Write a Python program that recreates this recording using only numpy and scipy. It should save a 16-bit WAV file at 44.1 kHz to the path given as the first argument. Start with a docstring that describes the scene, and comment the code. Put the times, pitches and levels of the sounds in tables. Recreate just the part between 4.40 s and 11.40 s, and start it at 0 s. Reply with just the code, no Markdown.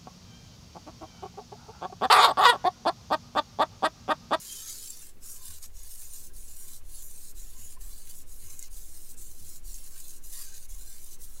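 """A steel knife is pushed and pulled over a wet whetstone, two strokes a second, close to a microphone.
From the start a quiet room hums and rumbles, and breaking grit hisses, grinds and rings the blade.
Coarse grains crackle and single resonances sing out; a slow sway of the bench builds up in the first seconds.
From the third stroke on, each turn thuds clearly through the bench, and the stone rocks now and then.
Far outside, an engine grows louder, fades after about five seconds, and the last stroke is cut short."""
import sys
import numpy as np
from scipy import signal
from scipy.fft import rfft, irfft, next_fast_len
from scipy.io import wavfile
from scipy.ndimage import map_coordinates

SR = 44100
rng = np.random.default_rng(int(sys.argv[2]) if len(sys.argv) > 2 else 0)


def dump_mix(stems):
    """Bounce the given channels to the path in sys.argv[1] as a 16-bit WAV at rate SR."""
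    frames = np.atleast_2d(stems).T  # one column per channel
    limited = np.clip(frames, -1, 1)  # hard clip at full scale
    pcm = np.round(limited * 32767).astype(np.int16)
    wavfile.write(sys.argv[1], SR, pcm)


N = 308700  # length in samples: 7 s


def amp(db):
    """Turn decibels into a gain."""
    return 10 ** (np.asarray(db) / 20)


def unit(x):
    """Scale x to an average (rms) strength of 1."""
    return x / np.sqrt(np.mean(x ** 2) + 1e-20)


def curve(start_s, value):
    """Join points in time by straight lines, giving one value per sample."""
    return np.interp(np.arange(N) / SR, start_s, value)


def wobble(rate):
    """Draw a smooth random curve through `rate` random points a second."""
    points = rng.standard_normal(int(N * rate / SR) + 4)
    return map_coordinates(points, [np.arange(N) * rate / SR])


def bump(s, half, order=2):
    """A smooth hump of height 1 around s seconds; a higher order flattens its top."""
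    return np.exp(-np.abs((np.arange(N) / SR - s) / half) ** order)


def filtered(x, response):
    """Make each frequency of x stronger or weaker by a given response."""
    m = next_fast_len(N + 8192)  # spare room keeps the end from wrapping onto the start
    gain = response(np.fft.rfftfreq(m, 1 / SR))
    return irfft(rfft(x, m) * gain, m)[:N]


def coloured(x, spectrum):
    """Shape x by (hz, level_db) points joined on a log pitch axis, at rms 1."""
    hz, db = np.transpose(spectrum)
    return unit(filtered(x, lambda f: amp(np.interp(np.log(f + 1), np.log(hz), db))))


def resonance(x, hz, width_hz):
    """Keep what one resonance passes: a narrow band around its pitch."""
    return signal.lfilter(*signal.iirpeak(hz, hz / width_hz, SR), x)


def grit(rate, spread_db):
    """Tiny fractures at random moments, about `rate` a second, of widely different sizes."""
    sizes = rng.standard_normal(N) * amp(spread_db * rng.standard_normal(N))
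    return unit(sizes * (rng.random(N) < rate / SR))


def add(track, s, sound):
    """Mix a sound into the track at s seconds."""
    part = track[max(round(s * SR), 0):][:len(sound)]
    part += sound[:len(part)]


# steady hum in the room: pitch_hz, level_db
HUM = [(67, -66.5), (334, -88.5), (480, -82.5), (540, -89.5)]
# tone of the room's hiss: pitch_hz, relative_level_db
HISS_TONE = [(290, -17.5), (500, -8.5), (941, -11.5), (1170, -13), (3280, -17), (3960, -16), (15500, -17)]
# tone of the room's rumble: pitch_hz, relative_level_db
RUMBLE_TONE = [(20, -4.5), (30, -0.5), (48, -9.5), (68, -4.5), (88, -9.5), (115, -17), (180, -20),
               (225, -17.5), (280, -21.5), (410, -21), (520, -30), (700, -52), (1500, -58)]
# loudness of the upper rumble, before its trim: start_s, level_db
RUMBLE_LEVEL = [(0.1, -65.5), (0.44, -64.5), (1.47, -72.5), (1.9, -65), (2.68, -70.5), (2.81, -67),
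                (4.71, -68.5), (4.74, -65.5), (6.1, -70), (6.85, -67.5)]
RUMBLE_TRIM_DB = 9
DEEP_DB, DEEP_TOP_HZ = -58, 124  # the steady deep part of the rumble
REACH_DB, REACH_HALF_S = 4, 0.043  # swell of the rumble at the far end of each push


def room():
    """Noise makes rumble, its upper part swelling as the arms reach out, and hiss; unsteady tones hum."""
    t = np.arange(N) / SR
    hum = np.zeros(N)
    for hz, db in HUM:
        hum += amp(db) * np.sqrt(2) * np.sin(2 * np.pi * hz * t + 0.63 * wobble(4))
    rumble = coloured(rng.standard_normal(N), RUMBLE_TONE)
    deep = filtered(rumble, lambda hz: 1 / (1 + (hz / DEEP_TOP_HZ) ** 6))
    reach = sum(bump(pull[0], REACH_HALF_S) for pull in STROKES[1::2])  # each pull starts at full reach
    upper_db = curve(*np.transpose(RUMBLE_LEVEL)) + RUMBLE_TRIM_DB
    upper_db += REACH_DB * reach + 0.87 * wobble(11.0)
    hiss = amp(-64.0) * coloured(rng.standard_normal(N), HISS_TONE)
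    return hum + amp(DEEP_DB) * deep + amp(upper_db) * (rumble - deep) + hiss


# an engine far outside, before small random wavers: start_s, firing_pitch_hz, level_db
ENGINE = [(0, 144.9, -90), (1.8, 145, -85), (2.402, 160, -76), (2.95, 170, -75.5), (3.198, 141, -77),
          (4.1, 145.4, -74), (4.698, 163, -71.5), (5.2, 169.5, -69), (5.7, 161.3, -77.5)]


def engine():
    """Only the first two harmonics of a distant engine pass the walls."""
    s, hz, db = np.transpose(ENGINE)
    phase = 2 * np.pi * np.cumsum(curve(s, hz) + 1.4 * wobble(12)) / SR
    level = amp(curve(s, db) + 2.1 * wobble(8.9))
    return level * (np.sin(phase) + amp(0.5) * np.sin(2 * phase))


def thuds(events, hz, rise, t60):
    """Soft pushes set a low mode swinging; it dies away by 60 dB in t60 seconds."""
    t, out = np.arange(SR) / SR, np.zeros(N)
    for s, db in events:
        pitch_hz = hz * (1 + 0.019 * rng.standard_normal())
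        swing = np.sin(2 * np.pi * pitch_hz * t)
        strength = amp(db - 60 * t / t60) * (1 - np.exp(-(t / rise) ** 2))
        add(out, s, strength * swing)
    return out


# the blade's heel rocks the stone on its mat: start_s, relative_thud_db
ROCKS = [(1.08, -50), (1.26, -51.5), (3.18, -50.5), (4.03, -49.5), (5.0, -48)]
THUD_LEAD_S = 0.016  # the arms brake just before the blade turns
SWAY_DB, SWAY_BUILD_S = -35.5, 1.26  # slow sway of the bench, and the time it takes to build up


def bench():
    """Turns and rocking make low modes thud, and the whole stand sways below hearing."""
    nudges = [(start - THUD_LEAD_S, db) for start, *_, db in STROKES]
    turns = amp(12.5) * thuds(nudges, hz=32.1, rise=0.047, t60=0.76)
    turns += thuds(nudges, hz=66.76, rise=0.04, t60=0.61)
    rocks = amp(2.0) * thuds(ROCKS, hz=81.5, rise=0.013, t60=0.53)
    rocks += amp(-6.0) * thuds(ROCKS, hz=221.0, rise=0.0064, t60=0.17)
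    build = 1 - np.exp(-np.arange(N) / SR / SWAY_BUILD_S)
    sway_phase = 2 * np.pi * np.cumsum(7.6 + 0.24 * wobble(0.5)) / SR
    sway = amp(SWAY_DB) * build * np.sqrt(2) * np.sin(sway_phase)
    return turns + rocks + sway


# one resonance briefly sings out under the stroke: middle_s, pitch_hz, relative_level_db, half_length_s
SINGS = [(0.126, 6560, -44, 0.022), (0.115, 3180, -47, 0.038), (0.187, 3080, -50.5, .036),
         (0.282, 6500, -42.5, 0.06), (0.273, 1310, -62, .08), (0.403, 6930, -45, .03),
         (0.503, 7490, -39.5, 0.021), (1.03, 1000, -62.5, .04), (1.42, 6700, -53.5, .06),
         (1.744, 9200, -46.5, 0.037), (2.56, 10550, -47, .04), (2.567, 4400, -58, .03),
         (3.165, 1010, -64, 0.027), (3.374, 1060, -56, 0.0072), (3.71, 4720, -53, 0.012),
         (5.986, 1890, -60, 0.045), (6.009, 1100, -56, 0.011), (5.56, 1580, -69, .05),
         (6.11, 1575, -64, .08), (6.5, 1580, -69.5, 0.088), (6.732, 6140, -53.5, 0.033)]


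def singing(waver_hz=45):
    """Friction locks onto one resonance for a moment, with unsteady pitch and strength."""
    out = np.zeros(N)
    drift = np.cumsum(waver_hz * wobble(160)) / SR  # in turns of the wave
    flutter = unit(amp(2.9 * wobble(140)))
    for s, hz, db, half in SINGS:
        first = max(int((s - 3 * half) * SR), 0)
        last = min(int((s + 3 * half) * SR), N)
        i = np.arange(first, last)
        swell = np.exp(-((i / SR - s) / half) ** 2)
        tone = np.sin(2 * np.pi * (hz * i / SR + drift[i]))
        out[i] += amp(db) * swell * flutter[i] * tone
    return amp(-0.5) * out


# the edge catches on a coarse grain: start_s, relative_level_db, brightest_hz
CATCHES = [(0.1244, -21, 8800), (0.459, -25, 6770), (0.5028, -19, 7540), (1.0544, -24, 9650),
           (1.2266, -26, 8000), (1.4317, -25, 10700), (2.7097, -26, 8600), (4.1922, -20, 7430),
           (4.226, -23, 6800), (5.0904, -28.5, 9190), (5.342, -25, 6200), (5.4407, -27, 8600),
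           (5.641, -27.5, 8860), (6.346, -31, 6890), (6.6423, -27, 8950)]


def catches(attack=0.00081, t60=0.024, width_hz=1800):
    """A coarse grain crumbles in a short burst, brightest around one pitch of the blade."""
    t, out = np.arange(SR // 8) / SR, np.zeros(N)
    crumbs = coloured(grit(rate=20000, spread_db=-3), FINE_TONE)
    for s, db, hz in CATCHES:
        burst = crumbs[round(s * SR):][:len(t)]
        ring = unit(resonance(burst, hz, width_hz))
        strength = amp(db - 11.0 - 60 * t / t60) * (1 - np.exp(-t / attack))
        add(out, s, strength * unit(ring + amp(-5) * burst))
    return out


def crunch(rate, life, size):
    """Clumps of slurry give way suddenly, then crumble for a few milliseconds."""
    breaks = (rng.random(N) < rate / SR) * rng.uniform(0.21, 1, N)
    return 1 + size * signal.lfilter([1], [1, -np.exp(-1 / (life * SR))], breaks)


def ringing(x, modes, wander_db, wander_rate):
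    """x through resonances, each fed more or less as the contact slides over its nodes."""
    out = np.zeros(N)
    for hz, width_hz, db in modes:
        out += resonance(x, hz, width_hz) * amp(db + wander_db * wobble(wander_rate))
    return unit(out)


def patches(shape, width_hz, rate):
    """A smooth random field over frequency and time."""
    hz = np.linspace(0, SR / 2 / width_hz, shape[0])
    s = np.linspace(0, N / SR * rate, shape[1])
    knots = rng.standard_normal((int(hz[-1]) + 2, int(s[-1]) + 2))
    return unit(map_coordinates(knots, np.meshgrid(hz, s, indexing="ij"), order=2))


def shifting(x, lines_db, flicker_db, broad_db):
    """The blade's many close resonances come and go with the place of contact."""
    z = signal.stft(x, nperseg=1024)[2]
    lines = lines_db * patches(z.shape, width_hz=105, rate=9)
    flicker = flicker_db * patches(z.shape, width_hz=210, rate=38)
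    broad = broad_db * patches(z.shape, width_hz=520, rate=9)
    hz = np.linspace(0, SR / 2, len(z))[:, None]
    depth = np.interp(hz, [9000, 15000], [1, .7])  # resonances overlap more in the top treble
    gain = amp(depth * (lines + flicker + broad))
    gain /= np.sqrt(np.mean(gain ** 2, axis=1, keepdims=True))  # rms gain 1 at every pitch
    return signal.istft(z * gain, nperseg=1024)[1][:N]


# strokes, pushing away and pulling back in turn, each lasting until the next begins:
# start_s, speed_up_s, slow_down_s, then relative levels fine_db, coarse_db, hollow_db, bench_thud_db
STROKES = [ (-0.03, 0.01, .14, -49.5, -58.5, -68.5, -74), (0.785, 0.052, 0.093, -48, -58.5, -69, -66),
           (1.31, .06, .05, -47, -61, -72.5, -48), (1.914, 0.045, 0.053, -48.5, -62, -73.5, -49),
           (2.418, 0.08, 0.026, -49, -62.5, -75.5, -48), (2.937, 0.022, 0.033, -50.5, -62.5, -73, -46),
           (3.378, .04, 0.03, -51, -63.5, -72.5, -44.5), (3.85, 0.04, 0.023, -51, -66.5, -77, -50.5),
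           (4.293, 0.034, 0.026, -50, -62.5, -77.5, -46), (4.759, 0.017, 0.04, -50, -63.5, -77, -50.5),
           (5.216, 0.055, 0.047, -49.5, -61, -71.5, -43), (5.812, 0.039, 0.022, -48.5, -63, -74, -49.5),
           (6.274, 0.022, 0.022, -50.5, -63.5, -74, -44.5), (6.775, 0.029, .04, -51, -63.5, -69.5, -52)]
# the fingers bear down, or lift where negative:
# middle_s, length_s, added_fine_db, added_coarse_db, added_hollow_db
LEANS = [(0.224, 0.59, 4.5, 11, -3), (0.13, 0.32, 0.5, -0.5, 5.5), (0.763, 0.096, -19, -6, -1),
         (0.908, 0.11, 5.5, 0, 0), (1.073, 0.038, 3.5, 3, 5), (1.156, 0.031, 1, 3, 1),
         (1.206, 0.037, -6.5, -10, -7), (1.243, 0.049, 4.5, 12, 7), (1.393, 0.17, -6, 2.5, -5),
         (1.52, .05, 1.5, 5, -7), (2.033, .05, -0.5, -2, 7), (2.217, .07, 1.5, -1, 2),
         (2.564, 0.12, 1, 4, -3), (2.66, 0.055, 2.5, -13, 0), (3.196, 0.077, 1.5, 1.5, 5),
         (3.704, 0.023, 4.5, 2, 1), (3.776, 0.045, 3, -9, -11), (4.08, 0.13, 4, 6.5, 10.5),
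         (4.242, 0.096, 0, 11.5, 4.5), (4.705, 0.041, 5.5, 2, -8), (5.05, 0.16, 0.5, 3, -4),
         (5.309, 0.16, 2.5, 3.5, -4), (5.496, 0.039, -1, -6, -4), (5.566, 0.069, 0.5, 1.5, 1.5),
         (5.99, 0.15, 6.5, 12, 13.5), (6.122, 0.12, -2, 5, 9.5), (6.214, 0.077, -4.5, -1, -3),
         (6.555, 0.086, 1, 4, 8), (6.729, 0.035, 4, 5.5, -6), (6.833, 0.052, 4, 3, -11)]
# the hands ease off once in every stroke: (after_turn_s, half_length_s, depth_db)
PUSH_EASE, PULL_EASE = (0.24, 0.17, 1), (0.17, 0.096, 3)
TREMOR_DB, TREMOR_RATE = 0.98, 24  # unsteadiness of the hands, and its changes a second
TAP_DB, TAP_HALF_S, TAP_LEAD_S = -69.5, 0.012, 0.0055  # the bevel rocks over just before each turn
LAST_STROKE_S = .48
CREEP_DB = -26  # the blade never quite stands still at a turn


def stroke_gains():
    """Fine, coarse and hollow scraping follow the blade's speed and the force of the hands."""
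    t, gains = np.arange(N) / SR, np.zeros((3, N))
    ends = [row[0] for row in STROKES[1:]] + [STROKES[-1][0] + LAST_STROKE_S]

    def ramp(since, time):
        """Rise smoothly from 0 towards 1."""
        return np.tanh((np.maximum(since, 0) / time) ** 1.73)

    for k, (start, rise, fall, *layers_db, _) in enumerate(STROKES):
        after, half, depth_db = (PUSH_EASE, PULL_EASE)[k % 2]
        speed = ramp(t - start, rise) * ramp(ends[k] - t, fall)
        speed += amp(CREEP_DB) * (t >= start) * (t < ends[k])
        force = amp(-depth_db * bump(start + after, half))
        gains += np.outer(amp(layers_db), speed * force)
    lean_db = np.zeros((3, N))
    for s, length, *added_db in LEANS:
        lean_db += np.outer(added_db, bump(s, length / 2, order=4))
    fine, coarse, hollow = gains * amp(lean_db + TREMOR_DB * wobble(TREMOR_RATE))
    taps = amp(TAP_DB) * sum(bump(end - TAP_LEAD_S, TAP_HALF_S) for end in ends)
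    return fine, coarse, hollow + taps


# tone of fine hiss, coarse grinding and hollow scraping: pitch_hz, relative_level_db
FINE_TONE = [(1500, -40), (3400, -56), (5000, -15), (6200, -2.5), (7200, -0.5), (9500, 1.5), (11000, 1.5),
             (12500, -1), (15800, -3)]
COARSE_TONE = [(800, -34), (2300, -12.5), (3400, -6), (4500, -4), (5800, -0.5), (7000, -4.5), (9000, -9),
               (15000, -33)]
HOLLOW_TONE = [(400, -4), (800, -13.5), (1100, 2), (2300, -4), (3000, 1.5), (5000, -59)]
# resonances of the held blade, heard with the fine hiss and with the coarse grinding,
# and of blade and stone pressed together: pitch_hz, width_hz, relative_level_db
BLADE_FINE = [(4090, 146, 1), (6800, 200, 4), (7290, 310, 1), (8300, 510, -8), (9250, 110, -15),
              (10320, 200, -2)]
BLADE_COARSE = [(2907, 120, -4.5), (3170, 37, -14), (3607, 130, 0), (3980, 350, 0.5), (4550, 84, 9.5),
                (4950, 230, -1)]
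STONE = [(1090, 47, 4), (1270, 120, -5), (1602, 97, 1.5), (1780, 130, -3.5), (2120, 98, -2),
         (2580, 210, -5.5)]


def rasp():
    """One stream of breaking grit excites fine hiss, coarse grinding and the hollow of the stone."""
    judder = amp(0.58 * wobble(400)) * crunch(rate=78, life=0.0049, size=.65)
    grains = judder * grit(rate=24000, spread_db=0.5)
    fine = coloured(grains, FINE_TONE)
    fine += amp(-15) * ringing(grains, BLADE_FINE, wander_db=4.0, wander_rate=12)
    coarse = coloured(grains, COARSE_TONE)
    coarse += amp(-8.0) * ringing(grains, BLADE_COARSE, wander_db=1.0, wander_rate=7.1)
    hollow = coloured(grains, HOLLOW_TONE)
    hollow += amp(3.5) * ringing(grains, STONE, wander_db=2, wander_rate=12)
    scrape = np.zeros(N)
    for gain, layer in zip(stroke_gains(), (fine, coarse, hollow)):
        scrape += gain * unit(layer)
    return shifting(scrape, lines_db=2.6, flicker_db=2.3, broad_db=1.1)


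def scene():
    """Room, engine, bench and knife add up at one microphone."""
    return (room() + engine() + bench() + singing() + catches() + rasp())[None]


def record(dry, top_hz=15800):
    """Nothing above the top frequency passes."""
    return np.array([filtered(channel, lambda hz: hz < top_hz) for channel in dry])


dry = scene()
out = record(dry)
dump_mix(out)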